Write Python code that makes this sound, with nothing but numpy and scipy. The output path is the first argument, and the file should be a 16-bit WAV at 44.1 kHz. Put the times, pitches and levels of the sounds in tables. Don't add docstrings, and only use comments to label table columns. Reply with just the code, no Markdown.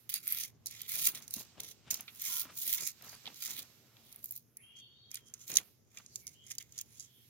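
import sys
import numpy as np
from scipy import signal
from scipy.fft import rfft, irfft
from scipy.io import wavfile
from scipy.ndimage import uniform_filter1d

SR = 44100
rng = np.random.default_rng(int(sys.argv[2]) if len(sys.argv) > 2 else 0)


def log_audio(samples):
    frames = np.atleast_2d(samples).T
    limited = np.clip(frames, -1, 1)
    pcm = np.round(limited * 32767).astype(np.int16)
    wavfile.write(sys.argv[1], SR, pcm)


N = 321489

WANDER_DB = 2.6
PORT_LAG_S = -0.0001

# [f/Hz, nominal width/Hz, relative level/dB]
STEM_MODES = [(1395, 100, -9), (2219, 320, -1.5), (2397, 100, -2.5), (2715, 50, -0.5), (3386, 676, 1)]
MIDDLE_MODES = [(4045, 280, -0.5), (4223, 160, -0.5), (4700, 100, 3.5), (5437, 500, -2), (6107, 610, 4.5),
                (6770, 850, 3.5), (8200, 1200, -3.5), (10030, 630, -1.5)]
TIP_MODES = [(10970, 1100, 3.9), (12120, 770, 8), (12920, 670, 9.8), (13700, 1900, 3), (14500, 1100, 9.7)]
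# [left re right level/dB, power share alike at both ports (0-1)]
PART_SIDES = [(-4, 0.57), (-6.5, 0.4), (-2.5, 0.2)]


def twig():
    power = stroke_power() + snap_power()
    power[0] += knock_power()
    out = np.zeros((2, N))
    for part_power, modes, (pan_db, alike) in zip(power, (STEM_MODES, MIDDLE_MODES, TIP_MODES), PART_SIDES):
        push = np.sqrt(part_power) * sides(pan_db)[:, None] * port_noise(alike, PORT_LAG_S)
        out += ring(push, modes)
    return on_soil(out + thick_end())


# [full contact t/s, lift t/s, run-up t/s, middle's level at contact/dB,
# middle's level at lift/dB, tip re middle level/dB, stem re middle level/dB]
STROKES = [(0.093, 0.11, 0.00096, -47.5, -54, 9.5, -5), (0.125, 0.167, .015, -50.5, -44.5, 2, -4.5),
           (0.269, 0.444, 0.074, -47.5, -47, 5.5, -4), (0.66, 0.673, 0.0063, -51, -46.5, -2, -14),
           (0.701, 0.865, 0.012, -56.5, -59, -1.5, -1), (0.887, 1.084, 0.029, -46.5, -39.5, 6.5, -5),
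           (1.148, 1.165, 0.016, -55.5, -47, 3.5, -3.5), (1.224, 1.241, 0.0087, -51, -65, 1, -5.5),
           (1.342, 1.406, 0.079, -50.5, -48, 3, -12), (1.602, 1.714, 0.023, -59.5, -58.5, 0.5, -4.5),
           (1.906, 2.022, 0.0045, -42, -65.5, 1.5, -9.5), (2.257, 2.414, 0.13, -46, -46, 7.5, -4.5),
           (2.601, 2.755, 0.1, -47.5, -41, 4, -9), (2.768, 2.874, .02, -49, -40, 0, -10.5),
           (3.04, 3.148, 0.0087, -55, -57.5, -0.5, -12), (3.442, 3.605, 0.14, -45.5, -52, 1, -6.5),
           (4.05, 4.19, 0.025, -76, -71.5, 10, 2), (4.226, 4.395, .01, -65, -67.5, 6, -13),
           (4.766, 4.798, 0.017, -62, -70.5, -15, -5), (5.109, 5.171, 0.013, -70.5, -58.5, 2, 4),
           (5.283, 5.292, 0.055, -59, -68, -9, -18), (5.34, 5.39, .005, -66, -70, -9, -1.5),
           (5.421, 5.443, 0.066, -59.5, -59, -4, -5.5), (5.479, 5.589, 0.021, -53, -50.5, 1.5, -4.5),
           (5.966, 6.037, 0.14, -65.5, -66.5, -2, -2), (6.067, 6.208, .02, -73, -63.5, -16, -12),
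           (6.287, 6.341, .005, -65, -67.5, -9, -11), (6.5, 6.507, 0.11, -60.5, -47.5, -5, -2.5),
           (6.607, 6.616, 0.021, -54, -61.5, -4, 0.5), (6.768, 6.801, 0.12, -62.5, -57.5, -6, -3.5),
           (6.912, 7.048, 0.12, -67, -62.5, -7, -9)]
SLIDE_SHARE = [0.35, 0.3, 0.24]
RUN_UP_DB, LIFT_DB_PER_S = 28, 463.5


def stroke_power():
    part_gain = undb([[2 * stem, 0, 2 * tip] for *_, tip, stem in STROKES])
    drag = part_gain.T @ np.array([stroke(*row[:-2], LIFT_DB_PER_S) for row in STROKES])
    grains = grit(per_s=700, spread_db=-1, ms=1.6, slip_db=2.5)
    return drag * grains ** 2 + np.array(SLIDE_SHARE)[:, None] * drag


# [t/s, drive peak level/dB, tip re peak level/dB]
SNAPS = [(0.0968, -34, -0.5), (0.14, -21.5, -1), (0.1587, -30.5, -0.5), (0.2774, -27.5, 6),
         (0.3235, -29, 6.5), (0.4356, -31, -5), (0.6596, -30.5, -1.5), (0.6685, -28, -1.5),
         (0.7103, -36.5, -2.5), (0.817, -30.5, -1), (0.8955, -31, -1.5), (0.9185, -34, 9),
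         (1.054, -21, -2.5), (1.074, -37, 9), (1.1545, -33, -3), (1.279, -37, -2), (1.308, -33.5, -1),
         (1.339, -25, -1.5), (1.6025, -30, -1.5), (1.6338, -38, -1.5), (1.9109, -24, -1.5),
         (1.9425, -26, -1.5), (2.0075, -33.5, 0), (2.2196, -33.5, 7), (2.252, -31, 1), (2.396, -28, -2),
         (2.8738, -29, 5.5), (3.023, -44, -2), (3.427, -35, 1), (3.592, -32, -3), (3.627, -39, -5),
         (4.126, -41.5, -1), (4.1598, -47, 7), (4.2423, -38.5, 6.5), (4.2574, -39.5, 3), (4.309, -45.5, 14),
         (4.322, -40, 4), (4.362, -35.5, 2), (4.3762, -39.5, 0.5), (4.5698, -37.5, 2.5),
         (5.1145, -37.5, -9), (5.1438, -31, -1), (5.155, -31.5, -22), (5.17, -42, -21), (5.3386, -35, -15),
         (5.479, -38.5, -3), (5.501, -34, -2.5), (5.5166, -31, -10.5), (5.5394, -30.5, -28),
         (5.5545, -27, -13), (5.559, -24.5, -4.5), (5.5697, -11.5, -10.5), (5.574, -26.5, -9.5),
         (5.5846, -29.5, 0.5), (5.9725, -40, -15), (5.985, -42, -16), (6.0622, -46, -26),
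         (6.1576, -30.5, -6), (6.2686, -33.5, -8), (6.277, -36.5, -14), (6.4657, -47.5, -17),
         (6.5025, -39, -18), (6.5164, -32, -18), (6.5517, -43, -2), (6.5829, -28.5, -13),
         (6.625, -46.5, -5), (6.7226, -47.5, -4.5), (6.7787, -33, -11), (6.7883, -31.5, -9),
         (6.8123, -33, -4), (6.997, -42, -10), (7.005, -43, -22)]
SNAP_MS, SNAP_STEM_DB = 2.18, -22.5


def snap_power():
    power = np.zeros((3, N))
    for s, db, tip_db in SNAPS:
        span, push = blow(s, db, SNAP_MS)
        tip = undb(2 * tip_db)
        middle = np.clip(1 - tip, .05, 1)
        power[:, span] += np.outer([undb(2 * SNAP_STEM_DB), middle, tip], push)
    return power


# [t/s, drive peak level/dB, fall time constant/ms]
KNOCKS = [(0.1284, -50, 2.5), (1.082, -45, 2.3), (1.599, -43, 3.1), (2.079, -45, 11.4), (2.78, -44, 29),
          (3.256, -42, 3.1), (3.266, -39, 3.6), (3.275, -37, 2.7), (3.4907, -47, 1.6), (3.968, -48, 1.26),
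          (5.1733, -39, 1.14), (5.499, -42, 5.2), (5.518, -40, 4.9), (5.584, -32.5, 2.4),
          (5.972, -44.5, 6.4), (6.51, -46, 5.6), ]


def knock_power():
    power = np.zeros(N)
    for s, db, ms in KNOCKS:
        span, push = blow(s, db, ms)
        power[span] += push
    return power


# [f/Hz, nominal width/Hz, relative level/dB]
THICK_END_MODES = [(1020, 78, 0), (1370, 60, 1.5)]
# [start t/s, end t/s, level/dB]
THICK_END_DRAGS = [(2.29, 2.407, -59), (2.733, 2.816, -65)]


def thick_end():
    power = sum(stroke(a, b, SCUFF_RISE_S, db, db, LIFT_DB_PER_S) for a, b, db in THICK_END_DRAGS)
    return ring(np.sqrt(power) * port_noise(0.54, PORT_LAG_S), THICK_END_MODES)


def on_soil(x):
    change = 0.61 * band(x, hz=6650, width_hz=1100) - 0.53 * band(x, hz=4200, width_hz=2640)
    return x + change * (np.arange(N) > 4.5 * SR)


# [t/s, level/dB, treble re level/dB]
RUSTLE = [(0, -71, 2.5), (0.45, -88.5, -7.5), (0.64, -79.5, -2.5), (1.3, -67.5, -9), (1.5, -69, -4.5),
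          (1.88, -72, -7), (2.1, -61, 0), (2.5, -66, -14), (2.98, -66, -2), (3.3, -61, -4.5),
          (3.7, -66.5, -6), (4.2, -72, 2), (4.45, -88, 9.5), (5.05, -88.5, 2), (5.65, -70, 6),
          (5.9, -86, -5.5), (6.2, -69.5, 2.5), (6.43, -78, -3), (6.85, -71.5, 0.5), (7.29, -70.5, 4.5)]
# [f/Hz, nominal width/Hz, relative level/dB]
RUSTLE_BODY = [(2640, 1900, -0.5), (4500, 2900, 7.5), (6000, 1500, -5.5)]
RUSTLE_TREBLE = [(12300, 2600, 0)]


def rustle():
    body_db, treble_db = columns(RUSTLE)
    noise = port_noise(0.23, PORT_LAG_S) * undb(body_db) * sides(-7.0)[:, None]
    return ring(noise, RUSTLE_BODY) + ring(noise * undb(treble_db), RUSTLE_TREBLE)


# [start t/s, end t/s, level/dB]
SCUFFS = [(0.946, 1.181, -62), (1.388, 1.41, -53.5), (1.582, 1.602, -55.5), (1.883, 2.003, -56.5),
          (2.277, 2.408, -67), (2.457, 2.515, -60), (2.68, 2.846, -62.5), (3.04, 3.132, -56),
          (3.258, 3.293, -56), (3.483, 3.598, -59.5), (5.52, 5.579, -55), (5.973, 5.997, -63)]
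# [t/s, level/dB]
SHUFFLE = [(0.7, -84), (1.2, -73), (3.6, -74.5), (4.15, -69), (4.3, -84), (5.15, -79), (5.3, -75),
           (5.85, -92), (7.29, -90.5)]
# [t/s, level/dB before the two offsets below, f/Hz]
THUDS = [(1.367, -44.5, 235), (1.597, -58, 215), (1.873, -58, 228), (2.455, -54, 266), (3.277, -42.5, 820),
         ]
SCUFF_RISE_S, SCUFF_FALL_DB_PER_S = 0.068, 244
THUD_BODY_DB, THUD_TONE_DB = -12, 4.5
THUD_BODY_CYCLES, THUD_TONE_CYCLES = 9.7, 1.6


def shoes():
    scuffs = sum(stroke(a, b, SCUFF_RISE_S, db, db, SCUFF_FALL_DB_PER_S) for a, b, db in SCUFFS)
    grains = grit(per_s=600., spread_db=1.6, ms=16.0, slip_db=-4.0)
    power = undb(2 * columns(SHUFFLE)[0]) + grains ** 2 * scuffs
    for s, db, hz in THUDS:
        span, push = blow(s, db + THUD_BODY_DB, THUD_BODY_CYCLES * 1000 / hz)
        power[span] += push
    # (f/Hz, nominal width/Hz, relative level/dB)
    sole_modes = [(216.0, 261, 2.5), (616, 340, -6.5), (1136, 1000, -4.0), (2450, 1300, -11.5)]
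    out = ring(port_noise(0.74, 0), sole_modes) * np.sqrt(power)
    t = np.arange(int(.04 * SR)) / SR
    for s, db, hz in THUDS:
        i = int(s * SR)
        tone = np.sin(2 * np.pi * hz * t) * np.exp(-t * hz / THUD_TONE_CYCLES)
        out[:, i:i + len(t)] += undb(db + THUD_TONE_DB) * tone
    return out * sides(1.3)[:, None]


# [start t/s, end t/s, from f/Hz, to f/Hz, roughness width/Hz, level/dB]
RASPS = [(4.55, 4.74, 1800, 2400, 800, -73), (4.61, 4.8, 2600, 2900, 280, -63),
         (4.8, 5.0, 2800, 3000, 400, -69), (4.61, 5.1, 3000, 3250, 200, -60),
         (5.12, 5.3, 3150, 3200, 220, -67), (4.78, 4.92, 3500, 3600, 300, -67),
         (4.93, 5.11, 3650, 3750, 300, -67), (4.745, 5.11, 4500, 4430, 150, -70),
         (6.06, 6.2, 5800, 5750, 400, -64), (6.2, 6.32, 2300, 2150, 300, -69),
         (6.33, 6.49, 2800, 3170, 450, -66), (6.944, 7.25, 3300, 3300, 700, -72),
         (4.57, 4.69, 10500, 10500, 1500, -67), (6.08, 6.2, 4600, 4600, 900, -70)]


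def birds():
    return rough_calls(RASPS)


# [start t/s, end t/s, from f/Hz, to f/Hz, roughness width/Hz, level/dB]
LOW_HUMS = [(5.22, 5.32, 420, 420, 200, -73), (5.54, 5.68, 420, 400, 200, -71)]


def low_hums():
    return rough_calls(LOW_HUMS)


def rough_calls(calls):
    glide_s, waver_db, release_s = .045, 3.5, .06
    out = np.zeros((2, N))
    for start, end, from_hz, to_hz, width_hz, db in calls:
        long, first = end - start, int(start * SR)
        t = np.arange(min(int((long + release_s) * SR), N - first)) / SR
        pitch = to_hz + (from_hz - to_hz) * np.exp(-t / glide_s)
        turn = 2 * np.pi * np.cumsum(pitch) / SR
        shape = np.interp(t, [0, .03, long / 2, long, long + release_s], [0, .8, 1, .65, 0])
        shape = shape * undb(db + waver_db * walk(18., size=len(t)))
        for port in out[:, first:first + len(t)]:
            rough = walk(width_hz, size=len(t)) * np.cos(turn)
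            rough += walk(width_hz, size=len(t)) * np.sin(turn)
            port += shape * rough
    return out


# [f/Hz, relative level per Hz/dB]
TOWN_COLOUR = [(30, -40), (60, -3.5), (110, -1.5), (250, -9), (400, -6.5), (700, -21), (1500, -30),
               (3500, -40), (5000, -23), (6800, -18.5), (8000, -55.5), (16500, -39)]
# [f/Hz, width/Hz, level/dB]
HUM = [(119.2, 15, -73), (230.8, 8.3, -80.5)]
# [t/s, level/dB before 1 dB is added]
RUMBLE = [(0.0, -73), (0.43, -69), (0.47, -66.5), (4.77, -81.5), (6.96, -70.5), (7.29, -86)]


def town():
    hz = np.maximum(np.fft.rfftfreq(N, 1 / SR), 1)
    colour_hz, colour_db = np.transpose(TOWN_COLOUR)
    colour = undb(np.interp(np.log(hz), np.log(colour_hz), colour_db))
    alike = np.clip(.75 - hz / 1200, 0, 1)
    shared, own = rfft(rng.standard_normal(N)), rfft(rng.standard_normal((2, N)))
    spectrum = colour * (np.sqrt(alike) * shared + np.sqrt(1 - alike) * own)
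    far = level(irfft(spectrum, N), -75) * undb(3.1 * walk(27.0))
    hum = sum(level(band(port_noise(0.73, 0), hum_hz, width_hz), db) for hum_hz, width_hz, db in HUM)
    rumble = level(band(port_noise(0.33, 0), 110.0, 44.0), 1.0) * undb(columns(RUMBLE)[0])
    return far + hum + rumble


def stroke(contact, lift, run_up, contact_db, lift_db, fall_db_per_s):
    start = contact - 3 * run_up
    first, last = max(int(start * SR), 0), min(int((lift + .3) * SR), N)
    db = np.interp(np.arange(first, last) / SR,
                   [start, contact, max(lift, contact + .001), lift + 1],
                   [contact_db - 3 * RUN_UP_DB, contact_db, lift_db, lift_db - fall_db_per_s])
    power = np.zeros(N)
    power[first:last] = undb(2 * db)
    return power


def blow(s, db, ms):
    before, after = 200, 1200
    t_ms = np.arange(-before, after) / SR * 1000
    shape = np.exp(np.minimum(t_ms / 0.11, -t_ms / max(ms, .3)))
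    i = int(s * SR)
    return slice(i - before, i + after), (undb(db) * shape) ** 2


def grit(per_s, spread_db, ms, slip_db):
    size = undb(spread_db * np.minimum(rng.exponential(size=N), 4))
    grains = (rng.random(N) < per_s / SR) * size
    return level(fade(grains, ms) * undb(slip_db * slips(180.)), 0)


def slips(per_s):
    jumps = np.cumsum(rng.random(N) < per_s / SR)
    return uniform_filter1d(rng.standard_normal(N)[jumps], size=24)


def fade(x, ms):
    return signal.lfilter([1], [1, -np.exp(-1000 / (ms * SR))], x)


def ring(x, modes):
    def twice(v, hz, width_hz):
        return band(band(v, hz, 1.92 * width_hz), hz, 1.92 * width_hz)

    impulse = np.eye(1, 4096)[0]
    response = sum(undb(db) * twice(impulse, hz, w) for hz, w, db in modes)
    out = sum(undb(db + WANDER_DB * walk(12.)) * twice(x, hz, w) for hz, w, db in modes)
    return out / np.sqrt(np.sum(response ** 2))


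def band(x, hz, width_hz):
    return signal.lfilter(*signal.iirpeak(min(hz, .45 * SR), hz / width_hz, fs=SR), x)


def walk(rate, size=N):
    knots = rng.standard_normal(int(size / SR * rate) + 2)
    return np.sqrt(3 / 2) * np.interp(np.arange(size) * rate / SR, np.arange(len(knots)), knots)


def port_noise(alike, lag_s):
    shared, own = rng.standard_normal(N), rng.standard_normal((2, N))
    both = np.array([np.roll(shared, int(lag_s * SR)), shared])
    return np.sqrt(alike) * both + np.sqrt(1 - alike) * own


def sides(pan_db):
    return undb(np.array([pan_db, -pan_db]) / 2)


def columns(table):
    s, *rest = np.transpose(table)
    return [np.interp(np.arange(N) / SR, s, c) for c in rest]


def level(x, db):
    return x * undb(db) / np.sqrt(np.mean(x ** 2))


def undb(db):
    return 10 ** (np.asarray(db) / 20)


def echo(near):
    t = np.arange(int(.3 * SR)) / SR
    tail = rng.standard_normal((2, len(t))) * 10 ** (-3 * t / 0.072)
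    tail *= undb(-19) / np.sqrt(np.sum(tail[0] ** 2))
    return signal.fftconvolve(near, tail, axes=1)[:, :N]


def scene():
    near = twig() + rustle() + shoes()
    return near + echo(near) + birds() + low_hums() + town()


def record(dry):
    dry = signal.sosfilt(signal.butter(3, 55., "high", fs=SR, output="sos"), dry)
    dry = signal.sosfilt(signal.ellip(6, .5, 30, 15850, fs=SR, output="sos"), dry)
    return signal.sosfilt(signal.ellip(10, .2, 80, 16950, fs=SR, output="sos"), dry)


dry = scene()
out = record(dry)
log_audio(out)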